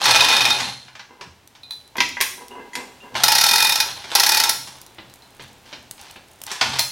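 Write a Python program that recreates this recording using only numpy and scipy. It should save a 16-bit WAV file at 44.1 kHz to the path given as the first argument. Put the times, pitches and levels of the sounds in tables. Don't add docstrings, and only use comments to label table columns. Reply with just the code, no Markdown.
import sys
import numpy as np
from scipy import signal
from scipy.fft import rfft, irfft
from scipy.io import wavfile

SR = 44100
rng = np.random.default_rng(int(sys.argv[2]) if len(sys.argv) > 2 else 0)


def write(x):
    x = np.atleast_2d(x).T
    wavfile.write(sys.argv[1], SR, np.round(np.clip(x, -1, 1) * 32767).astype(np.int16))


N = 304731
TIME = np.arange(N) / SR
SECOND = TIME[:SR]

# t/s, speed/(teeth per s)
PULL_SPEEDS = [
    [(.055, 18.4), (.203, 21.2), (.208, 25.5), (.381, 24.6), (.514, 17.9)],
    [(3.235, 18.8), (3.314, 28.85), (3.501, 42.8), (3.65, 46), (3.813, 15.3)],
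    [(4.151, 18), (4.261, 35.35), (4.364, 38.9), (4.505, 8.9)],
]
# pawl/dB, pawl treble/dB, wheel/dB, chain/dB, jingle/dB, post shake/dB
PULL_LEVELS = [(1, -21.5, -16.5, -13, -24.5, -40.5), (3.5, -14.5, -24, -21.5, -33, -47),
               (2.5, -13.5, -29, -21, -43, -55.5)]
# f/Hz, level/dB, t60/s (the time to fade by 60 dB)
WHEEL_TONES = [(826, -9.5, 0.22), (1324, -5, 0.18), (1446, -15.5, 0.3), (2467, 2.5, 0.25), (2518, 0, 0.17),
               (3650, 2.5, 0.26), (3685, -2, 0.26), (3860, -6, 0.2), (5300, -19, 0.26), (4970, -19.5, 0.33),
               (10850, -15, 0.23)]
SAG_DB_PER_S = 10.5


def ratchet(clack_db=-3, treble_db=16, bounce_s=.003, bounce_db=-3, cover_db=-20, wheel_db=-4):
    # f/Hz, level/dB
    clack_colour = [(40, -89), (200, -29), (550, -33.5), (720, -8.5), (890, -2), (1150, -26), (1350, -3),
                    (1900, -8.5), (3000, -9), (4300, -0.5), (5400, 0), (7800, -13.5), (11000, -9),
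                    (15800, -18)]
    # f/Hz, level/dB, t60/s
    cover_tones = [(848, -7, 0.13), (884.6, -4.5, 0.11), (932, -8.5, 0.12), (1343, -10.5, 0.25),
                   (1910, -1, 0.052), (4334, 3, 0.028), (5200, -5, 0.24)]
    pawl_db_per_doubling, wheel_db_per_doubling = -2, 3.5
    snaps, cover, wheel = np.zeros(N), np.zeros(N), np.zeros(N)
    for speed, (pawl_db, bright_db, ring_db, *_) in zip(PULL_SPEEDS, PULL_LEVELS):
        tilt = [(4500, 0), (11000, bright_db + treble_db)]
        times, doublings = teeth(speed)
        uneven_db = rng.standard_normal((len(times), 2)) * (1, 2)
        for s, fast, (pawl_luck, wheel_luck) in zip(times, doublings, uneven_db):
            db = pawl_db - SAG_DB_PER_S * (s - times[0]) + pawl_db_per_doubling * fast + pawl_luck
            for delay, drop_db in [(0, 0), (bounce_s * rng.uniform(.7, 1.4), bounce_db)]:
                snap = contact(t60=0.023, rise_s=0.0022)
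                add(snaps, s + delay, undb(db + drop_db) * colour(snap, tilt, keep_power=False))
            add(cover, s + bounce_s, undb(db) * ring(cover_tones, scatter_db=0.5, detune=.012))
            strike_db = ring_db + wheel_db_per_doubling * fast + wheel_luck
            add(wheel, s, undb(strike_db) * ring(WHEEL_TONES, scatter_db=-1.5, detune=0.0011))
    clacks = undb(clack_db) * colour(snaps, clack_colour) + undb(cover_db) * cover
    return clacks, undb(wheel_db) * wheel


def teeth(speed):
    s, rate = np.transpose(speed)
    t = np.arange(s[0], s[-1], 1 / SR)
    passed = np.cumsum(np.interp(t, s, rate)) / SR
    times = np.interp(np.arange(np.ceil(passed[-1])), passed, t)
    return times, np.log2(np.interp(times, s, rate) / rate.mean())


def running_chain(chain_db=-5, hits_per_s=420, kinds=16):
    # f/Hz, level/dB
    rattle_colour = [(40, -43), (160, -27.5), (380, -6.5), (600, -5.5), (880, 6), (1180, -3.5), (1350, -2),
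                     (2200, -1), (3100, -0.5), (3900, -1), (5200, -6), (8500, -15.5), (11000, -19),
                     (16000, -36)]
    # t/s, length/s, level/dB
    stirs = [(0, 0.029, -18), (.53, 0.13, -24.5), (.8, 0.048, -48), (3.14, 0.08, -24.5), (3.8, 0.084, -28),
             (3.95, 0.3, -38), (4.1, 0.057, -26), (4.58, 0.2, -45), (5.39, 0.055, -42), (5.64, 0.12, -45.5),
             (5.97, 0.12, -41.5), (6.46, 0.12, -32.5), (6.6, .17, -25)]
    rattle = np.zeros(N)
    for _ in range(kinds):
        bumps = impacts(hits_per_s / kinds, spread_db=3.5)
        rattle += signal.oaconvolve(bumps, contact(t60=0.012))[:N]
    levels_db = [db for *_, db, _, _ in PULL_LEVELS]
    hauled = hauling(levels_db, attack_s=0.017, release_t60=0.31, lead_s=0.0092, overrun_s=-0.022)
    stirred = swells(stirs, attack_s=0.014, release_t60=0.26)
    return undb(chain_db) * unit(colour(rattle, rattle_colour)) * np.hypot(hauled, stirred)


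def steel_knocks(knock_db=-4, treble_db=20, bass_db=22):
    # t/s, level/dB, treble/dB, bass/dB
    knocks = [(0.039, -10.5, -15, -38), (0.601, -14, -18, -22), (0.881, -34, -34, -40),
              (0.952, -30.5, -26, -22), (0.9935, -26.5, -32, -31), (1.21, -27, -22, -9.5),
              (1.456, -73, -16, -32), (1.551, -38, -22, -40), (3.152, -14, -30, -19.5),
              (4.041, -27, -23, -14), (4.673, -30, -11, -13), (4.983, -27, -62, -6), (5.395, -31, -61, -3),
              (5.727, -23.5, -32, -13), (6.158, -30.5, -63, -7.5), (6.514, -20.5, -9.5, -16.5),
              (6.6113, -4, -26, -27.5), (6.786, -13.5, -13, -35)]
    # f/Hz, level/dB
    knock_colour = [(30, -22), (150, -14.5), (400, -9), (900, 3.5), (1250, 1.5), (2000, 2.5), (3700, -0.5),
                    (5500, -0.5), (12000, -24), (16000, -31)]
    out = np.zeros(N)
    for s, db, bright_db, low_db in knocks:
        tilt = [(350, low_db + bass_db), (800, 0), (4000, 0), (9000, bright_db + treble_db)]
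        add(out, s, undb(db) * colour(contact(t60=0.074, rise_s=0.0008), tilt, keep_power=False))
    return undb(knock_db) * colour(out, knock_colour)


def fitting_clanks(steel_db=-3):
    # t/s, level/dB, f/Hz where the treble starts to fall, bass/dB, ring/dB
    blows = [(1.955, -22.5, 2240, 3, -40), (1.968, -26, 11900, 13, -51), (1.982, -17, 4570, 8, -27),
             (2.004, -4, 4900, 1.5, -22), (2.169, -19.5, 2288, -8, -30), (2.204, -15, 6200, 8.5, -34.5),
             (2.2105, -7.5, 14100, -26, -27), (2.222, -15, 13000, -7, -44), (2.733, -41, 9100, 12, -41),
             (2.753, -16.5, 8000, -7, -37)]
    # f/Hz, level/dB
    crack_colour = [(40, -20), (160, -14), (290, -8), (600, -8.5), (970, 2), (1320, -8.5), (2050, 1.5),
                    (2400, -1), (4400, -6.5), (6000, -4.5), (7800, -12.5), (12500, -6), (16000, -16)]
    # f/Hz, level/dB, t60/s
    steel_tones = [(255, -19, 0.92), (369, -16.5, 0.75), (970, 2, 0.23), (1592, 0.5, 0.11),
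                   (1943, 5.5, 0.13), (2034, 5.5, 0.15), (2076, 2.5, 0.29), (2500, -7, 0.27),
                   (3300, -1.5, 0.17), (3950, -27, 0.25), (4400, -8, 0.26), (5000, -9, 0.14),
                   (6052, -2.5, 0.13), (6890, 0, 0.21), (8360, -10, 0.31), (9300, -9, 0.24),
                   (10700, 0, 0.25), (12300, -11, 0.26)]
    cracks, rings = np.zeros(N), np.zeros(N)
    for s, db, top_hz, low_db, ring_db in blows:
        tilt = [(400, low_db), (1200, 0), (top_hz, 0), (1.8 * top_hz, -15), (7.8 * top_hz, -35)]
        add(cracks, s, undb(db) * colour(contact(t60=0.031), tilt, keep_power=False))
        add(rings, s, undb(ring_db) * colour(ring(steel_tones), tilt, keep_power=False))
    return colour(cracks, crack_colour), undb(steel_db) * rings


def link_clinks(wheel_db=-20):
    # t/s, ring/dB, pitch/Hz, hit/dB
    clinks = [(0.9944, -51, 4470, -52), (1.633, -36.5, 4020, -45), (1.708, -31.5, 3988, -24),
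              (2.51, -44, 2840, -46), (3.004, -45.5, 2780, -56), (4.863, -56, 4030, -52),
              (5.098, -56, 4030, -40), (5.222, -50, 4100, -45), (6.7933, -22, 4180, -3)]
    # multiple of the pitch, level/dB, t60/s
    link_tones = [(.912, -9, .13), (.975, 1, .06), (1, 0, .33), (1.006, -6, .2), (1.035, -1, .05),
                  (1.21, -20, .25), (2.71, -20, .25)]
    hits, rings = np.zeros(N), np.zeros(N)
    for s, ring_db, hz, hit_db in clinks:
        shape = [(300, -25), (800, -9), (0.64 * hz, -16), (hz, 0), (1.48 * hz, -11), (15500, -17)]
        add(hits, s, undb(hit_db) * colour(contact(t60=0.016), shape))
        add(rings, s, undb(ring_db) * (ring(link_tones, hz) + undb(wheel_db) * ring(WHEEL_TONES)))
    return hits, rings


def jingle(jingle_db=-2):
    # f/Hz, width/Hz, level/dB
    link_peaks = [(3680, 92, -2.5), (4160, 140, 4), (10920, 120, -9.5)]
    levels_db = [db for *_, db, _ in PULL_LEVELS]
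    nudged = hauling(levels_db, attack_s=0.022, release_t60=0.55, lead_s=0.045, overrun_s=0.14)
    return undb(jingle_db) * unit(resonate(impacts(per_s=550, spread_db=10), link_peaks)) * nudged


def scrape(scrape_db=-3):
    # f/Hz, width/Hz, level/dB
    fitting_peaks = [(257, 29, -4), (412, 38, -7), (480, 163, -4.5), (770, 200, -6.5), (970, 20, 4.5),
                     (1595, 32, -5.5), (2064, 12, -0.5), (2700, 120, -14)]
    # t/s, length/s, level/dB
    slides = [(1.09, 0.043, -45), (1.19, 0.053, -44.5), (2.37, 0.047, -40), (2.5, 0.12, -38),
              (2.75, 0.057, -34.5), (3.02, 0.1, -43.5)]
    grinding = unit(resonate(impacts(per_s=750, spread_db=11.5), fitting_peaks))
    return undb(scrape_db) * grinding * swells(slides, attack_s=0.017, release_t60=0.3)


def ticks(tick_t60=0.011, faint_db=-44):
    # t/s, level/dB
    sharp_ticks = [(1.475, -33.5), (1.733, -42), (1.8771, -41), (2.0896, -24), (2.4826, -31),
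                   (4.815, -27.5), (4.8638, -32.5), (5.1386, -32), (5.424, -35.5), (5.911, -18.5),
                   (6.0133, -29), (6.111, -30), (6.4162, -21.5), (6.437, -20.5), (6.466, -23.5)]
    # f/Hz, level/dB
    tick_colour = [(60, 3), (400, -2), (1000, -7), (3000, -3), (6000, 3), (11000, 1), (16000, -6)]
    fingering = envelope(start_s=4.6, end_s=6.5, attack_s=.05, release_t60=.1)
    faint = impacts(per_s=18, spread_db=3) * fingering
    out = undb(faint_db) * signal.oaconvolve(faint, contact(tick_t60))[:N]
    for s, db in sharp_ticks:
        add(out, s, undb(db) * contact(tick_t60))
    return colour(out, tick_colour)


def wall_boom(boom_db=-3, rest_db=-65):
    # f/Hz, width/Hz, level/dB
    wall_peaks = [(60, 7.3, -36), (84, 4.6, -0.5), (126.4, 3.1, 5), (205, 55, -11), (245.7, 9.6, -7)]
    # t/s, level/dB
    jolts = [(.57, -37), (1.2, -50), (1.98, -49.5), (2.75, -59), (3.14, -44), (3.88, -46), (4.52, -44),
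             (5.0, -52), (5.37, -45.5), (5.72, -49.5), (6.61, -31)]
    levels_db = [db for *_, db in PULL_LEVELS]
    hauled = hauling(levels_db, attack_s=0.021, release_t60=.5, lead_s=0.12, overrun_s=0)
    jolted = swells([(s, 0.042, db) for s, db in jolts], attack_s=0.086, release_t60=0.39)
    rumble = unit(resonate(impacts(per_s=300, spread_db=6.5), wall_peaks))
    return undb(boom_db) * rumble * (np.hypot(hauled, jolted) + undb(rest_db))


def air(air_db=-51.5):
    # f/Hz, level/dB
    rush_colour = [(15, -15), (25, -5.5), (97, 0.5), (175, -5), (277, -2), (624, -4), (887, -0.5),
                   (1160, -7.5), (4030, -10.5), (4370, -12.5), (12500, -23), (16000, -23)]
    # t/s, level/dB
    swell = [(1, -5.5), (1.7, -3.5), (3, 1.5), (5.4, 0.5), (6.4, 0)]
    rush = unit(colour(rng.standard_normal(N), rush_colour))
    return undb(air_db + np.interp(TIME, *np.transpose(swell))) * rush


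def echoes(early_db=-6, late_db=-2, first_s=0.0028):
    # f/Hz, t60/s
    decay_times = [(150, 0.57), (800, 0.38), (4000, 0.46), (9000, 0.54), (15000, 0.42)]
    hz = np.fft.rfftfreq(SR, 1 / SR)
    edges = np.append(0, np.geomspace(SR / 256, SR / 2, 8))
    noise = rfft(rng.standard_normal(SR))
    late = np.zeros(SR)
    for low, high in zip(edges, edges[1:]):
        band = irfft(noise * (hz >= low) * (hz < high))
        late += band * fade(on_log_axis((low + high) / 2, decay_times))
    early = contact(t60=0.057)
    onset = np.clip(SECOND / first_s - 1, 0, 1)
    return (undb(early_db) * unit(onset * early) + undb(late_db) * unit(onset * late)) / np.sqrt(SR)


def room(x, cycles_per_s=6):
    place = 2 * np.pi * cycles_per_s * TIME
    return sum(signal.fftconvolve(x * share, echoes())[:N] for share in (np.cos(place), np.sin(place)))


def stereo(mid, side, pan_db=-.3):
    # f/Hz, level/dB
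    width = [(100, -15), (280, -11), (550, -22), (2500, -20), (8000, -14), (14000, -11)]
    sign = np.array([[1], [-1]])
    return mid * undb(sign * pan_db / 2) + sign * colour(side, width, keep_power=False)


def contact(t60, rise_s=0.00027):
    return rng.standard_normal(SR) * fade(t60) * (1 - np.exp(-SECOND / rise_s))


def ring(tones, scale=1, scatter_db=1, detune=0.0024):
    out = np.zeros(SR)
    for (hz, db, t60), (mistune, strength, phase) in zip(tones, rng.standard_normal((len(tones), 3))):
        tone_hz = hz * scale * (1 + detune * mistune)
        wave = np.sin(2 * np.pi * tone_hz * SECOND + np.pi * phase)
        out += undb(db + scatter_db * strength) * wave * fade(t60)
    return out


def impacts(per_s, spread_db):
    size = undb(spread_db * np.clip(rng.standard_normal(N), -2, 2)) * rng.choice([-1, 1], N)
    return size * (rng.random(N) < per_s / SR)


def resonate(x, peaks):
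    filters = [(signal.iirpeak(hz, hz / (2 * width), fs=SR), db) for hz, width, db in peaks]
    return sum(undb(db) * signal.lfilter(*f, signal.lfilter(*f, x)) for f, db in filters)


def hauling(levels_db, attack_s, release_t60, lead_s, overrun_s):
    gain = np.zeros(N)
    for speed, db in zip(PULL_SPEEDS, levels_db):
        start, end = speed[0][0], speed[-1][0]
        effort = undb(db - SAG_DB_PER_S * np.clip(TIME - start, 0, end - start))
        gain += effort * envelope(start - lead_s, end + overrun_s, attack_s, release_t60)
    return gain


def swells(moves, attack_s, release_t60):
    return sum(undb(db) * envelope(s, s + length, attack_s, release_t60) for s, length, db in moves)


def envelope(start_s, end_s, attack_s, release_t60):
    rise = np.clip((TIME - start_s) / attack_s, 0, 1)
    return rise * np.exp(-np.log(1000) * np.maximum(TIME - end_s, 0) / release_t60)


def fade(t60):
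    return np.exp(-np.log(1000) * SECOND / t60)


def colour(x, points, keep_power=True):
    size = 4096
    gain = undb(on_log_axis(np.fft.rfftfreq(size, 1 / SR), points))
    cepstrum = irfft(np.log(unit(gain) if keep_power else gain))
    cepstrum[1:size // 2] *= 2
    cepstrum[size // 2 + 1:] = 0
    response = irfft(np.exp(rfft(cepstrum)))
    return signal.fftconvolve(x, response)[:len(x)]


def on_log_axis(hz, points):
    f, value = np.transpose(points)
    return np.interp(np.log(hz + 1), np.log(f), value)


def add(track, s, sound):
    start = max(int(s * SR), 0)
    track[start:start + len(sound)] += sound[:N - start]


def undb(db):
    return 10 ** (np.asarray(db) / 20)


def unit(x):
    return x / np.sqrt(np.mean(x ** 2))


def scene(pawl_echo_db=-3, ring_echo_db=-6, tick_echo_db=-8):
    clacks, wheel = ratchet()
    cracks, steel = fitting_clanks()
    link_hits, link_rings = link_clinks()
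    handling = running_chain() + steel_knocks() + cracks + scrape() + link_hits + wall_boom()
    rings = wheel + steel + link_rings + jingle()
    near = ticks()
    to_room = handling + undb(pawl_echo_db) * clacks + undb(ring_echo_db) * rings + undb(tick_echo_db) * near
    mid, side = (room(to_room) + air() for _ in range(2))
    return stereo(handling + clacks + rings + near + mid, side)


def record(dry):
    ceiling, top_hz = 1.12, 16000
    rounded = dry / (1 + (dry / ceiling) ** 4) ** (1 / 4)
    return signal.sosfilt(signal.ellip(8, .2, 70, top_hz, fs=SR, output="sos"), rounded)


dry = scene()
out = record(dry)
write(out)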